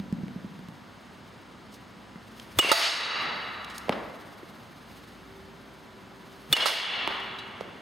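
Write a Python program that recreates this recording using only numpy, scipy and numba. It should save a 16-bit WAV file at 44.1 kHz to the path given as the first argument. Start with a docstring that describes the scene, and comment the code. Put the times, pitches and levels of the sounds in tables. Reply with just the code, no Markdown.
"""A loose ball hops over a mat to the hum of ventilation: a netted batting cage in a large, hard hall.
Shoes scuff, a jersey rustles, and twice a metal bat swishes, cracks against a ball and pings from its
hollow barrel. Each hit slams into a steel screen, which rattles and rings; the ball drops and thuds.
The cracks overload the microphone; its gain ducks and creeps back, holding up the hall's long tail."""
import sys
import numpy as np
from scipy import signal
from scipy.fft import rfft, irfft, next_fast_len
from scipy.io import wavfile
from scipy.ndimage import uniform_filter1d, map_coordinates
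from numba import njit

SR = 44100
rng = np.random.default_rng(int(sys.argv[2]) if len(sys.argv) > 2 else 0)


def store_wav(level_fs):
    """Save 16-bit WAV to argv[1]."""
    pcm = np.round(np.clip(np.atleast_2d(level_fs), -1, 1) * 32767)
    wavfile.write(sys.argv[1], SR, pcm.T.astype(np.int16))


N = 344421
TIME = np.arange(N) / SR
AGE = np.arange(SR // 2) / SR  # time since a contact [s]

# the loose ball's hops: (time [s], boom [dB], tick [dB])
BALL_HOPS = [(.0, -19, -32.5), (0.1258, -12.5, -34.5), (0.2336, -18, -46), (0.3604, -23.5, -47),
             (0.445, -24, -47), (0.592, -27.5, -44), (0.686, -28, -40)]
# tick of its hide: (frequency [Hz], level [dB])
TICK_EQ = [(200, -8), (550, -2), (1200, -8), (4000, -18), (8000, -21.5), (16000, -35)]
# ventilation air bed: (frequency [Hz], level [dB])
AIR_EQ = [(15, -46), (25, -42), (48, -13), (108, 1), (141, -2), (212, 3.5), (317, -3), (394, -4), (427, -7),
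          (1190, -8), (2480, -15), (3820, -18.5), (7310, -27), (12900, -44.5), (16000, -40)]
# fan and motor tones: (frequency [Hz], level [dB])
HUM_TONES = [(58, -66), (204.6, -81), (990.5, -69.5)]
# when the electrical whine stands out: (start [s], end [s])
WHINE_TIMES = [(-.1, .97), (3.25, 7.34)]
# a ball knocks on net, floor or mat:
# (time [s], level [dB], pitch [Hz], click re level [dB], thump re level [dB], pan [dB], hall send [dB])
BALL_KNOCKS = [(0.2821, -33.5, 450, 3.5, -20, -0.5, -12), (2.647, -2, 372, -17, -32, 0, -24),
               (3.22, -25, 710, -5, -10, -2, 19), (3.884, -19, 474, -30, -33, -5.5, 14),
               (3.894, -3.5, 593, -2, -8.5, -1, 1), (6.566, 4, 1075, 0, -25, -2, -12),
               (6.584, -7, 440, -20, -23, -1, -17), (7.0758, -7.5, 940, -3, -13, -6, 5),
               (7.6097, -16.5, 483, -9, -20, -4.5, 3.5)]
# light clatter after a knock: (frequency [Hz], level [dB])
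REBOUND_EQ = [(100, 5), (600, 9), (2200, 7), (5000, -6), (7000, -31), (16000, -49)]
# the batter shifts in his jersey: (time [s], level [dB], half-length [s])
BODY_SHIFTS = [(1.735, -61, .012), (1.815, -65, 0.0045), (2.363, -59, 0.045), (2.454, -61, .018),
               (3.22, -58, 0.022), (4.45, -64.5, 0.69), (4.95, -58, 0.035), (6.335, -61, 0.0091)]
# cloth rustle: (frequency [Hz], level [dB])
CLOTH_EQ = [(1500, 12), (4000, 11), (9000, 1.5), (13000, 1), (16000, -6)]
# short scrapes: shoes on the mat, and at 7.388 s the grit of the ball's clink on the frame: (time [s], level
# [dB], centre [Hz], t60 [s], rise [s])
SCUFFS = [(1.718, -46, 5040, 0.12, .012), (1.739, -44.5, 6450, 0.046, .002),
          (2.397, -29, 3500, 0.013, .001), (3.645, -28.5, 3870, 0.014, .0012),
          (3.697, -40.5, 3800, 0.12, 0.0028), (3.74, -34, 5500, 0.15, 0.04),
          (3.78, -26.5, 6400, 0.018, 0.0009), (7.198, -47, 4160, 0.063, .0012),
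          (7.388, -40.5, 4005, 0.048, .0012), (7.605, -47, 4340, 0.06, .0012)]
# the batter plants a foot: (time [s], level [dB], pitch [Hz])
FOOTFALLS = [(2.158, -31.5, 179), (4.431, -31.5, 327)]
# slap of the sole: (frequency [Hz], level [dB])
SOLE_EQ = [(100, -12), (600, -6), (2000, 44), (4000, -11), (6000, -27), (10000, -37), (16000, -40)]
# bat meets ball: (time [s], ping [dB], overtone re ping [dB], crack [dB], shell [dB],
# spot along the barrel [0-1], tock [dB], swish [dB], swish pitch [Hz], hall send [dB])
BAT_HITS = [(2.5877, 11, -18, 14.5, 12.5, 0.25, -1, -30, 90, -6.5),
            (6.5268, 9.5, -32, 12, 20, 0.13, -4, -28.5, 150, -6)]
# air around the swinging bat: (frequency [Hz], level [dB])
SWISH_EQ = [(30, -16), (80, -18.5), (150, -12), (300, -25.5), (1500, -27), (6000, -39.5)]
# the direct crack: (frequency [Hz], level [dB])
CRACK_EQ = [(40, -25), (150, 8.5), (600, 19), (1400, 5.5), (2300, 14), (3300, 13), (5000, 2), (8000, 9.5),
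            (13000, -13), (16000, 6.5)]
# the crack thrown sideways into the hall: (frequency [Hz], level [dB])
SIDE_CRACK_EQ = [(150, -9.5), (550, 18), (1400, 15), (2300, 16), (3400, 11), (5000, 5), (8000, 0.5),
                 (16000, -21)]
# barrel shell modes that the ball damps at once: (frequency [Hz], level [dB], t60 [s])
SHELL_MODES = [(2194, -7.5, 0.017), (3501, 6, 0.021), (4388, 0, 0.022), (5497, -5.5, 0.029)]
# the bat bends as the ball squashes: (frequency [Hz], level [dB], t60 [s])
TOCK_MODES = [(320, 6, 0.021), (646, 8, 0.015), (1260, 9.5, 0.022)]
# the barrel flies away from the walls, so each gets a lower ping: (pitch [ratio], level [dB])
WALL_DOPPLERS = [(0.93, -1), (.963, -4.5), (0.89, -2), (.93, -5), (0.99, 4.5), (0.65, -7)]
# single-wall returns of a hit: (time [s], pitch [ratio], ping [dB], shell [dB], crack [dB])
SLAPBACKS = [(2.622, .965, -9, -16, -7), (2.639, .942, -2, -20, -13), (2.688, .962, -3, -14, -4),
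             (2.701, .952, -5, -23, -20), (6.563, .948, -2, -8, -18), (6.603, .93, -10, -3, -8),
             (6.619, .995, 0, -7, -7)]
# ball meets screen: (time [s], clatter [dB], ring [dB], ring tilt [dB/octave], clatter t60 [s],
# clatter tilt [dB/octave], pan [dB], hall send [dB])
SCREEN_SLAMS = [(2.716, 8.5, 11, 0, 0.066, 0.44, -10, -2), (6.566, -7, -19, 4, 0.049, 1, 1, -8),
                (6.657, -6.5, -6.5, -0.5, 0.2, 0.8, -8, -6.5)]
# the screen's rattle: (frequency [Hz], level [dB])
CLATTER_EQ = [(40, -46), (120, -46), (300, -19), (550, 8), (1300, 3.5), (2000, 3.5), (3200, -2.5),
              (4100, 5), (5400, 0.5), (6500, -4.5), (10000, -10), (16000, -24.5)]
# that rattle back from the far wall: (frequency [Hz], level [dB])
FAR_CLATTER_EQ = [(150, -50), (700, 0), (2500, 9), (5000, 7.5), (6500, -0.5), (15000, -27.5)]
# clang of the steel frame: (frequency [Hz], level [dB], t60 [s])
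FRAME_MODES = [(561, 1.5, 0.03), (675, -13.5, 0.097), (870, -2.5, 0.078), (1262, 4, 0.027),
               (1410, 1, 0.024), (3830, -5, 0.055)]
# hollow, beating ring of its tubes: (frequency [Hz], level [dB], t60 [s])
TUBE_MODES = [(605, -27, .5), (671, -18, 0.53), (690, -21, 0.53), (871, -16, 0.32), (897, -16, 0.33)]
# close frame modes that sing on: (frequency [Hz], level [dB], t60 [s])
SHIMMER_MODES = [(3878, -36, 1.7), (3909, -37.5, 1.85), (3935, -40, 1.6), (4011, -39, 1.4),
                 (4112, -42, 1.7)]
# the frame, lightly touched: (frequency [Hz], level [dB], t60 [s])
CLINK_MODES = [(3880, -31.5, 0.043), (4000, -47, 0.35), (4500, -49, 0.11)]
# reverb decay: (frequency [Hz], t60 [s])
HALL_DECAY = [(100, 1.5), (250, 2.77), (600, 2.81), (1300, 3.21), (2900, 1.89), (4100, 1.7), (4800, 1.43),
              (5500, 1.2), (8000, 0.88), (15000, 0.45)]
# reverb colour: (frequency [Hz], level [dB])
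HALL_EQ = [(60, -109), (200, 10), (400, -17.5), (1200, -10.5), (3000, -5.5), (5000, -5.5), (8000, -7.5),
           (15000, -2.5)]
# stereo width of diffuse sound: (frequency [Hz], side re mid [dB])
STEREO_WIDTH = [(40, -2), (150, -12.5), (400, -7.5), (1000, -7.5), (2500, -8.5), (5000, -19), (9000, -41),
                (13000, -0.5)]
# notches of the microphone port: (frequency [Hz], width [Hz], depth [0-1])
PORT_NOTCHES = [(5740, 340, 0.88), (7270, 850, 0.58), (2490, 124, 0.51)]

PING_HZ, PING_T60 = 2919, 0.078  # the hollow barrel's main ring
OVERTONE_HZ, OVERTONE_T60 = 7440, 0.1  # its upper ring


def amp(db):
    """Decibels to gain."""
    return 10 ** (np.asarray(db) / 20)


def unit(x):
    """Scale to rms 1."""
    return x / np.sqrt(np.mean(x ** 2) + 1e-20)


def along(points, hz):
    """Read a curve on a log frequency axis."""
    freqs, values = np.transpose(points)
    return np.interp(np.log(hz + 1), np.log(freqs + 1), values)


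def wobble(rate):
    """A smooth random curve, rate knots a second."""
    return map_coordinates(rng.standard_normal(int(N * rate / SR) + 4), [TIME * rate])


def fade_in(rise_s):
    """A softened attack."""
    return 1 - np.exp(-AGE / rise_s)


def swell(s, db, half_s):
    """A smooth rise and fall of gain around time s."""
    return amp(db) * np.exp(-.5 * ((TIME - s) / half_s) ** 2)


def gate(start, end, fade_s=0.065):
    """A soft switch that is on between two times."""
    return np.clip(np.minimum(TIME - start, end - TIME) / fade_s, 0, 1)


def filtered(x, response):
    """Shape x with a frequency response."""
    size = x.shape[-1]
    padded = next_fast_len(size + 8192)
    return irfft(rfft(x, padded) * response(np.fft.rfftfreq(padded, 1 / SR)), padded)[..., :size]


def noise(eq, size):
    """Coloured noise of rms 1, as two close microphones hear a diffuse field."""
    colour = lambda hz: amp([along(eq, hz), along(eq, hz) + along(STEREO_WIDTH, hz)])
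    mid, side = filtered(rng.standard_normal((2, size)), colour)
    return unit(np.array([mid + side, mid - side]))


def burst(eq, t60):
    """Noise that starts at once and dies away."""
    return noise(eq, len(AGE)) * amp(-60 * AGE / t60)


def ring(modes, doppler=1):
    """Damped modes of a struck object; the air follows the change of its motion."""
    out = np.zeros(len(AGE))
    for k, (hz, db, t60) in enumerate(modes):
        omega = 2 * np.pi * hz * doppler
        motion = amp(db - 60 * AGE / t60) * np.sin(omega * AGE) * fade_in(1 / omega)
        out += (-1) ** k * np.diff(motion, prepend=0) * SR / omega
    return out


def add(track, s, sound):
    """Mix a sound into the track from time s."""
    start = max(round(s * SR), 0)
    part = sound[..., :N - start]
    track[:, start:start + part.shape[-1]] += part


def place(sound, pan_db, twist=3, spread=1.43, top_hz=3200, twist_hz=380):
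    """Pan left (+) or right (-): by level in the mids, by phase in the bass."""
    lean = np.tanh(pan_db * np.log(10) / 40) * np.array([[1], [-1]])
    width = lambda f: spread / np.hypot(1, f / top_hz) + 1j * twist * f * twist_hz / (f*f + twist_hz**2)
    return filtered(sound, lambda f: (1 + lean * width(f)) / np.hypot(1, np.abs(lean * width(f))))


def hall(sound, blur_hz=70, build_s=0.0028, echo_s=0.086, echo_t60=0.41, echo_gain=2.67):
    """Reverb: scatter builds up through the nets, then the far wall returns a cluster of echoes."""
    # each wall hears the source from another side, so fine spectral ripple averages out
    power = np.mean(np.abs(rfft(np.atleast_2d(sound))) ** 2, axis=0)
    power = uniform_filter1d(power, size=int(blur_hz * AGE[-1]) + 1)
    colour = lambda f: np.interp(f, np.fft.rfftfreq(len(AGE), 1 / SR), np.sqrt(np.abs(power)))
    wash = filtered(noise([(100, 0), (1000, 0.009)], 2 * SR), colour)
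    hz, t, bands = signal.stft(wash, SR, nperseg=256)
    decay = amp(along(HALL_EQ, hz)[:, None] - 60 * t / along(HALL_DECAY, hz)[:, None])
    tail = signal.istft(bands * decay, SR, nperseg=256)[1]
    t = np.arange(tail.shape[1]) / SR
    far_wall = echo_gain * amp(-60 * np.abs(t - echo_s) / np.where(t > echo_s, echo_t60, 1.0))
    return tail * np.minimum(t / build_s, 1) * (1 + far_wall) * np.sqrt(np.log(1000) / SR)


def loose_ball(boom_hz=190.5, boom_t60=0.049, hall_db=-2.5):
    """Each hop makes the mat boom; the hide adds a faint tick."""
    out = np.zeros((2, N))
    for s, boom_db, tick_db in BALL_HOPS:
        boom = ring([(boom_hz, boom_db, boom_t60)]) * fade_in(0.0016)
        tick = amp(tick_db) * burst(TICK_EQ, t60=0.0088)
        add(out, s, place(boom + tick, pan_db=-1))
        add(out, s, amp(hall_db) * hall(boom, build_s=0.023, echo_s=0.069, echo_t60=0.63))
    return out


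def ventilation(air_db=-48.5, whine_hz=12620, whine_db=-80, motor_hz=387.3, motor_db=-59.5):
    """A bed of rushing air, wavering fan tones and thin electrical whine; a distant motor joins late."""
    def tone(hz, sway_db=3.5):
        phase = 2 * np.pi * hz * TIME + 0.18 * wobble(2.75)
        return np.sqrt(2) * np.sin(phase) * amp(sway_db * wobble(2.65))

    whine = np.sqrt(2) * np.sin(2 * np.pi * whine_hz * TIME + 1.5 * wobble(90))
    whine *= amp(whine_db) * np.maximum(sum(gate(*span) for span in WHINE_TIMES), 0.15)
    motor = amp(motor_db) * gate(5.13, np.inf, fade_s=0.21) * tone(motor_hz, sway_db=-3)
    air = amp(air_db) * noise(AIR_EQ, N)
    hum = sum(amp(db) * tone(hz) for hz, db in HUM_TONES)
    return air + hum + motor + whine


def knocks(decay_cycles=5.4, thump_ratio=0.37, lag_cycles=2.06, click_hz=2000, click_t60=0.0034):
    """A ball lands: a click, a dead thud, a lower thump as the surface gives, then a light rebound."""
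    out = np.zeros((2, N))
    for s, db, hz, click_db, thump_db, pan_db, hall_db in BALL_KNOCKS:
        thump_hz = hz * thump_ratio
        thud = ring([(hz, db, decay_cycles / hz)])
        thump = ring([(thump_hz, db + thump_db, decay_cycles / thump_hz)])
        click = ring([(click_hz, db + click_db, click_t60)])
        rebound = amp(db + click_db - 10.5) * burst(REBOUND_EQ, t60=0.037) * fade_in(0.0052)
        add(out, s, place(thud + click, pan_db))
        add(out, s + lag_cycles / hz, place(thump, pan_db / 2))
        add(out, s + 0.028, rebound)
        send = np.array([thud, amp(-5) * thump, amp(-10) * click])
        add(out, s, amp(hall_db) * hall(send, echo_s=0.073, echo_t60=1.0, echo_gain=3.63))
    return out


def jersey(rest_db=-67, grain_db=3, stride_lead_s=0.14):
    """Cloth rustles unevenly with each shift of the body, stride and swing."""
    motion = amp(rest_db) + sum(swell(*shift) for shift in BODY_SHIFTS)
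    for s, *_ in BAT_HITS:
        motion += swell(s - stride_lead_s, db=-64, half_s=0.11) + swell(s, db=-58, half_s=0.035)
    return motion * amp(grain_db * wobble(50)) * noise(CLOTH_EQ, N)


def scuffs(hall_db=-9):
    """Shoes rub the mat in short, bright scrapes; one scrape gives the frame's clink its grit."""
    out = np.zeros((2, N))
    for s, db, hz, t60, rise_s in SCUFFS:
        eq = [(hz / 4, -22), (hz / 2, -3), (hz, 0), (hz * 2, -10), (hz * 4, -26)]
        scuff = amp(db) * burst(eq, t60) * fade_in(rise_s)
        add(out, s, scuff)
        add(out, s, amp(hall_db) * hall(scuff, blur_hz=400))
    return out


def steps(decay_cycles=9, slap_db=-12):
    """A foot comes down on the mat with a soft thud and a slap of the sole."""
    out = np.zeros((2, N))
    for s, db, hz in FOOTFALLS:
        thud = ring([(hz, db, decay_cycles / hz)])
        add(out, s, thud + amp(db + slap_db) * burst(SOLE_EQ, t60=0.014))
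    return out


def swish(hz, t60=0.096, air_db=-4):
    """The bat sweeps the air: noise and a low tone, reversed to swell into the hit."""
    whoosh = amp(air_db) * burst(SWISH_EQ, t60) + ring([(hz, 0, t60)])
    return whoosh[:, ::-1]


def bat(crack_t60=0.032, squash_s=0.00185, release_s=0.0025, bloom_s=0.0042, pan_db=-3):
    """Swish, crack of contact, tock of the bending bat, then a ping that blooms as the ball leaves."""
    out = np.zeros((2, N))
    for s, ping_db, over_db, crack_db, shell_db, spot, tock_db, swish_db, swish_hz, hall_db in BAT_HITS:
        add(out, s - AGE[-1], amp(swish_db) * swish(swish_hz))
        # a shell mode stays weak when the ball lands near one of its nodes
        shell = [(hz, shell_db + db + 10 * np.log10(np.cos(np.pi * k * spot) ** 2 + .01), t60)
                 for k, (hz, db, t60) in enumerate(SHELL_MODES)]
        ping = (PING_HZ, ping_db, PING_T60)
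        barrel = ring([ping, (OVERTONE_HZ, ping_db + over_db, OVERTONE_T60)]) * fade_in(bloom_s)
        crack = amp(crack_db) * burst(CRACK_EQ, crack_t60)
        add(out, s, place(crack + ring(shell), pan_db))
        add(out, s + squash_s, place(amp(tock_db) * ring(TOCK_MODES), pan_db))
        add(out, s + release_s, place(barrel, pan_db))
        add(out, s, amp(ping_db) * after_ring())
        crack_tail = hall(burst(SIDE_CRACK_EQ, crack_t60), blur_hz=380)
        add(out, s + 0.02, amp(hall_db + crack_db - 2) * crack_tail)
        # every wall rings on with its own lowered copy of the ping
        copies = np.array([amp(db) * (ring([ping], ratio) + amp(-10) * ring(shell, ratio))
                           for ratio, db in WALL_DOPPLERS])
        ping_tail = hall(copies, blur_hz=11, build_s=0.052, echo_s=0.12, echo_gain=1)
        add(out, s, amp(hall_db + 0.5) * ping_tail)
    return out


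def after_ring(re_ping_db=-43.5, t60=1.9, sway=0.003):
    """The barrel sings on faintly, its pitch swaying with the follow-through."""
    t = TIME[:2 * SR]
    hz = PING_HZ * (1 + sway * wobble(5.27)[:len(t)])
    return amp(re_ping_db - 60 * t / t60) * np.sin(2 * np.pi * np.cumsum(hz) / SR)


def wall_echoes(smear_s=0.03):
    """Nearby walls slap back the crack and ping, softened and drawn out by the nets."""
    out = np.zeros((2, N))
    shell = [(hz, db, t60 + smear_s) for hz, db, t60 in SHELL_MODES]
    for s, ratio, ping_db, shell_db, crack_db in SLAPBACKS:
        ping = ring([(PING_HZ, ping_db, PING_T60 + smear_s)], ratio)
        crack = amp(crack_db) * burst(SIDE_CRACK_EQ, t60=0.07)
        add(out, s, (ping + amp(shell_db) * ring(shell, ratio) + crack) * fade_in(0.006))
    return out


def screen(far_wall_s=0.094, far_db=-11):
    """The driven ball rattles the screen and rings its frame and tubes; the far wall answers."""
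    out = np.zeros((2, N))
    for s, clatter_db, ring_db, ring_tilt, t60, tilt, pan_db, hall_db in SCREEN_SLAMS:
        eq = [(hz, db + tilt * np.log2(hz / 2000)) for hz, db in CLATTER_EQ]
        clatter = amp(clatter_db) * burst(eq, t60) * fade_in(0.00031)
        modes = [(hz, db + ring_tilt * np.log2(hz / 700), decay) for hz, db, decay in FRAME_MODES]
        frame = amp(ring_db) * ring(modes)
        tubes = amp(0.87 * ring_db - 3) * ring(TUBE_MODES) * fade_in(0.032)
        add(out, s, place(clatter + frame, pan_db, twist=1.3) + tubes)
        add(out, s, amp(ring_db) * shimmer())
        add(out, s, amp(hall_db) * hall(clatter + amp(-10) * frame, blur_hz=222))
        far_clatter = burst(FAR_CLATTER_EQ, t60=0.46) * fade_in(0.019)
        add(out, s + far_wall_s, amp(clatter_db + hall_db + far_db) * far_clatter)
    return out


def shimmer(waver_db=2, stray_rad=0.62, rate=22):
    """Long modes of the rocking frame, each wavering by itself in level and phase."""
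    t = TIME[:2 * SR]
    out = np.zeros(len(t))
    for hz, db, t60 in SHIMMER_MODES:
        envelope = amp(db - 60 * t / t60 + waver_db * wobble(rate)[:len(t)])
        out += envelope * np.sin(2 * np.pi * hz * t + stray_rad * wobble(rate)[:len(t)])
    return out


def clink(at_s=7.387):
    """The settling ball touches the steel frame once more."""
    out = np.zeros((2, N))
    add(out, at_s, ring(CLINK_MODES))
    return out


def scene():
    """The full mix: hits up front, then balls, the batter's foley and the room tone."""
    hits = bat() + wall_echoes() + screen() + clink()
    return hits + knocks() + loose_ball() + steps() + jersey() + scuffs() + ventilation()


@njit
def ducking(excess_db, attack, release):
    """Gain reduction in dB: jumps up with the excess level, falls back at a steady rate."""
    out, held = np.zeros(len(excess_db)), 0.0
    for i, excess in enumerate(excess_db):
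        held = held + attack * (excess - held) if excess > held else max(held - release, 0.0)
        out[i] = held
    return out


def record(dry, threshold_db=-14, attack_s=0.0055, recover_db_per_s=41, ceiling=0.63,
           low_cut_hz=34, top_hz=15950):
    """Microphone chain: port notches, gain control, overload before the gain has dropped, band limit."""
    port = lambda f: np.prod([1 - depth * 1j * f * width / (hz * hz - f * f + 1j * f * width)
                              for hz, width, depth in PORT_NOTCHES], axis=0)
    x = filtered(dry, port)
    power = uniform_filter1d(np.mean(x ** 2, axis=0), size=88)
    level_db = 10 * np.log10(np.abs(power) + 1e-12)
    x = x * amp(-ducking(level_db - threshold_db, 1 / (attack_s * SR), recover_db_per_s / SR))
    # the preamp lifts the treble, which overloads first; the wind filter thins the distortion's bass
    lift = lambda f: (1 + 1j * f / 900) / (1 + 1j * f / 2800) * (1 + 250 / (1j * f + low_cut_hz))
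    x = filtered(x, lift)
    x = x / (1 + np.abs(x / ceiling) ** 4) ** (1 / 4)  # soft clip
    band = lambda f: f ** 4 / (f ** 4 + low_cut_hz ** 4) / (1 + (f / top_hz) ** 120)
    return filtered(x, lambda f: band(f) / lift(f))


dry = scene()
out = record(dry)
store_wav(out)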